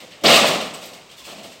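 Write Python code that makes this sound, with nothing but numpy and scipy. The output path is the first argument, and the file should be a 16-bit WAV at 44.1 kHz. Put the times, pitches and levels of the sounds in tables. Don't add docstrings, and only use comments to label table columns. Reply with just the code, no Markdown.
import sys
import numpy as np
from scipy import signal
from scipy.fft import rfft, irfft, next_fast_len
from scipy.io import wavfile

SR = 44100
rng = np.random.default_rng(int(sys.argv[2]) if len(sys.argv) > 2 else 0)


def int16_out(signal):
    q = np.round(np.clip(np.atleast_2d(signal).T, -1, 1) * 32767)
    wavfile.write(sys.argv[1], SR, q.astype(np.int16))


def amplitude_ratio(level_db):
    exponent = np.asarray(level_db, float) / 20
    return 10 ** exponent


N = 70560

# pitch_hz, level_db (per Hz)
YARD_COLOUR = [(30, -1), (215, -7), (540, -5.5), (1600, -13.5), (3000, -11.5), (8400, -20.5), (9700, -32.5),
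               (16300, -31)]
# start_s, level_db, pitch_hz,
# t60_s
CONTACT_TICKS = [(.005, -48, 2100, 0.28), (.111, -54, 2870, .2), (0.236, -29, 5650, 0.044),
                 (.237, -46, 13000, .04), (0.293, -39, 7900, 0.17), (.36, -16.5, 3670, 0.17),
                 (.466, -44, 4800, .05), (0.601, -27.5, 3670, 0.079), (.738, -38, 8000, .15),
                 (.738, -53, 14100, .15), (.813, -82, 15000, .06), (0.855, -44, 13000, 0.075),
                 (.93, -52, 4300, 0.13), (.935, -44, 5740, 0.053), (.975, -45.5, 2150, 0.13),
                 (1.098, -45, 3230, .12), (1.166, -62, 14500, 0.079), (1.181, -48, 3430, 0.46),
                 (1.199, -48, 1060, 0.57), (1.257, -46, 2700, .2), (1.245, -49, 7500, 0.2),
                 (1.3, -45, 3240, .15), (1.436, -50, 2840, 0.14), (1.515, -50, 7600, .1),
                 (.24, -23, 155, 0.16), (.288, -18.5, 245, 0.33), (.285, -17.5, 701, 0.35),
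                 (.368, -14.5, 1180, 0.13), (.218, -39, 554, .07), (1.19, -35, 59.5, 0.22)]
# pitch_hz, level_db, t60_s
CLEAR_MODES = [(155, -27, .15), (245, -16, 0.45), (507.3, 1, 0.6), (574, 5, 0.17), (672.3, 4, 0.15),
               (720, -14, 0.17), (1173, -25, .2), (2070, -21, 0.13), (2760, 6, 0.079), (3000, -2, 0.28),
               (3400, -48, .15), (4220, -53, .15)]
# pitch_hz, level_db (per Hz)
BOOM_COLOUR = [(125, -24), (160, -10), (250, -5.5), (350, -8.5), (650, -0.5), (930, -10), (1160, -6.5),
               (1600, -16)]
# pitch_hz, level_db (per Hz)
CLANG_COLOUR = [(940, -37), (1600, -12.5), (2470, -8), (2740, -6), (3880, -8), (6850, -16.5), (8150, -14.5),
                (9880, -26), (16000, -23.5)]
# pitch_hz, t60_s
RING_TIMES = [(60, 0.95), (250, 0.64), (700, 0.63), (2000, 0.64), (4000, 0.56), (8000, .5), (15000, 0.31)]
# start_s, level_db, brightness_db_per_octave, length_s
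SHEET_THUDS = [(0.0, -43, -3.5, 0.034), (.12, -53, 3, .03), (.218, -41, -9.5, 0.0029),
               (.236, -19.5, -2, 0.0044), (.245, -16.5, -3.5, 0.0057), (.256, -16, -2, 0.021),
               (.285, -16.5, 4, .02), (.33, -18.5, 0, .02), (.37, -21, 2.5, .02), (.415, -17, -1.5, .03),
               (.47, -26, 3, 0.027), (.52, -24, -0.5, .04), (.59, -34, -5.5, .03), (.65, -43.5, 7, 0.018),
               (.73, -38, 0.5, 0.027), (.825, -42.5, -1.5, 0.0097), (.857, -46.5, -7.5, 0.0059),
               (.91, -46.5, 0, .03), (.98, -51, 1, 0.021), (1.12, -61, 9, 0.048),
               (1.262, -38.5, -0.5, .035), (1.32, -41.5, -3, 0.018), (1.357, -39.5, -4.5, .04),
               (1.443, -42, -2, .014), (1.48, -73, -4, .03)]
# start_s, level_db, brightness_db_per_octave, length_s
RIB_CLANGS = [(0.0, -43.5, 0, 0.0034), (.015, -48.5, -0.5, 0.035), (.110, -43, -4, 0.013),
              (.21, -46.5, -2, 0.029), (.236, -25.5, 0.5, 0.0052), (.245, -15, -6.5, 0.0075),
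              (.256, -12.5, -2.5, 0.034), (.292, -11, -2, 0.032), (.33, -11.5, -1.5, .03),
              (.36, -18, -0.5, .03), (.43, -19.5, -3, .03), (.466, -23, 1.5, 0.018), (.52, -27, -2, .04),
              (.600, -30.5, -1.5, .015), (.65, -41, 0.5, 0.018), (.737, -38, 1.5, .012),
              (.812, -37.5, 1, 0.027), (.855, -47, 4.5, 0.0066), (.92, -43, 1, .03), (1.09, -52, 0, .01),
              (1.109, -46.5, 0.5, 0.0084), (1.165, -43.5, 2.5, 0.039), (1.24, -38, 1, .04),
              (1.28, -39.5, 0, 0.047), (1.36, -43.5, 0, 0.034), (1.425, -41, 1.5, 0.039),
              (1.514, -46, 0.5, 0.017)]

SPLIT_HZ = 1600
PLACES = 6
GRAINS = 48


def at_hz(points, hz):
    table_hz, value = np.transpose(points)
    return np.interp(np.log(hz), np.log(table_hz), value)


def bin_hz():
    return np.maximum(np.arange(N // 2 + 1) * SR / N, 1)


def coloured(colour, low_hz, high_hz):
    hz = bin_hz()
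    inside = (hz >= low_hz) * (hz < high_hz)
    spectrum = rfft(rng.standard_normal(N)) * amplitude_ratio(at_hz(colour, hz)) * inside
    return spectrum / np.std(irfft(spectrum, N))


def yard():
    level_db = -48.5
    return amplitude_ratio(level_db) * irfft(coloured(YARD_COLOUR, 20, 17000), N)


def buzzes():
    width, attack_cycles = 0.086, 2.7
    t = np.arange(SR // 4) / SR
    out = np.zeros(N + SR)
    for start_s, level_db, hz, t60_s in CONTACT_TICKS:
        noise = rng.standard_normal(len(t))
        radius, angle = np.exp(-np.pi * width * hz / SR), 2 * np.pi * hz / SR
        for _ in range(2):
            noise = signal.lfilter([1, 0, -1], [1, -2 * radius * np.cos(angle), radius ** 2], noise)
        attack = 1 - np.exp(-t * hz / attack_cycles)
        shape = amplitude_ratio(level_db - 60 * t / t60_s) * attack
        buzz = shape * noise
        start = int(start_s * SR)
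        out[start:start + len(t)] += buzz * np.std(shape) / np.std(buzz)
    return out[:N]


def whip():
    start_s, length_s, level_db = 0.252, 0.024, -14
    from_hz, to_hz, roughness_hz = 3300, 5400, 450
    progress = np.clip((np.arange(N) / SR - start_s) / length_s, 0, 1)
    phase = 2 * np.pi * np.cumsum(from_hz + (to_hz - from_hz) * progress) / SR
    lowpass = signal.butter(2, roughness_hz, fs=SR, output="sos")
    rough = signal.sosfilt(lowpass, rng.standard_normal((2, N)))
    rough = rough / np.std(rough)
    tone = rough[0] * np.sin(phase) + rough[1] * np.cos(phase)
    return amplitude_ratio(level_db) * np.sin(np.pi * progress) * tone


def impacts(contacts):
    unevenness_db = 3.5
    start_s, _, _, length_s = np.transpose(contacts)
    jitter, luck, sign, spot = rng.random((4, len(start_s), GRAINS))
    progress = (np.arange(GRAINS) + jitter) / GRAINS
    where = ((start_s[:, None] + length_s[:, None] * progress) * SR).clip(0).astype(int)
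    size = amplitude_ratio(-unevenness_db * np.log(1 - luck)) * np.sign(sign - 0.5)
    size = size / np.sqrt(np.sum(size ** 2, axis=1, keepdims=True))
    return where, size, (spot * PLACES).astype(int)


def train(hz, thuds, clangs):
    if hz < SPLIT_HZ:
        contacts, pivot_hz, hits = SHEET_THUDS, 500, thuds
    else:
        contacts, pivot_hz, hits = RIB_CLANGS, 3000, clangs
    where, size, place = hits
    _, level_db, brightness_db, _ = np.transpose(contacts)
    level = amplitude_ratio(level_db + brightness_db * np.log2(hz / pivot_hz))
    clicks = np.zeros((PLACES, N))
    np.add.at(clicks, (place, where), size * level[:, None])
    return clicks


def clear_modes(thuds, clangs):
    all_modes_db = -9.5
    out = np.zeros(N)
    for hz, level_db, t60_s in CLEAR_MODES:
        radius, angle = amplitude_ratio(-60 / (t60_s * SR)), 2 * np.pi * hz / SR
        clicks = train(hz, thuds, clangs).sum(axis=0) * amplitude_ratio(level_db + all_modes_db)
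        poles = [1, -2 * radius * np.cos(angle), radius ** 2]
        out += signal.lfilter([0, np.sin(angle)], poles, clicks + 1e-18)
    return out


def plate(thuds, clangs):
    sizzle_t60_s, ring_db = 0.1, -0.5
    swell_cycles = 0.54
    modes = coloured(BOOM_COLOUR, 20, SPLIT_HZ) + coloured(CLANG_COLOUR, SPLIT_HZ, 17000)
    hz, t = bin_hz(), np.arange(SR) / SR
    size = next_fast_len(N + SR)
    out = 0
    for centre_hz in SPLIT_HZ * 2 ** np.arange(-5.25, 3.5, 0.5):
        window = np.cos(np.clip(np.log2(hz / centre_hz) * 2, -1, 1) * np.pi / 2) ** 2
        band = irfft(modes * window, N)
        sizzle_power = amplitude_ratio(-120 * t / sizzle_t60_s)
        ring_power = amplitude_ratio(2 * ring_db - 120 * t / at_hz(RING_TIMES, centre_hz))
        swell = 1 - np.exp(-t * centre_hz / swell_cycles)
        stirred = np.array([np.roll(band, k * N // PLACES)[:SR] for k in range(PLACES)])
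        response = stirred * np.sqrt(sizzle_power + ring_power) * swell
        clicks = train(centre_hz, thuds, clangs)
        out = out + np.sum(rfft(response, size) * rfft(clicks, size), axis=0)
    return irfft(out, size)[:N]


def scene():
    thuds, clangs = impacts(SHEET_THUDS), impacts(RIB_CLANGS)
    background = yard() + buzzes()
    sheet = whip() + clear_modes(thuds, clangs) + plate(thuds, clangs)
    return (background + sheet)[None]


def band_limit(x):
    return signal.sosfilt(signal.butter(12, 16290, fs=SR, output="sos"), x)


def record(dry):
    ceiling, low_hz, top_hz = 1.5, 108, 16240
    rounded = ceiling * np.tanh(dry / ceiling)
    thinned = signal.sosfilt(signal.butter(2, low_hz, "high", fs=SR, output="sos"), rounded)
    mix = signal.sosfilt(signal.cheby2(24, 66, top_hz, fs=SR, output="sos"), thinned)
    return band_limit(mix)


dry = scene()
out = record(dry)
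int16_out(out)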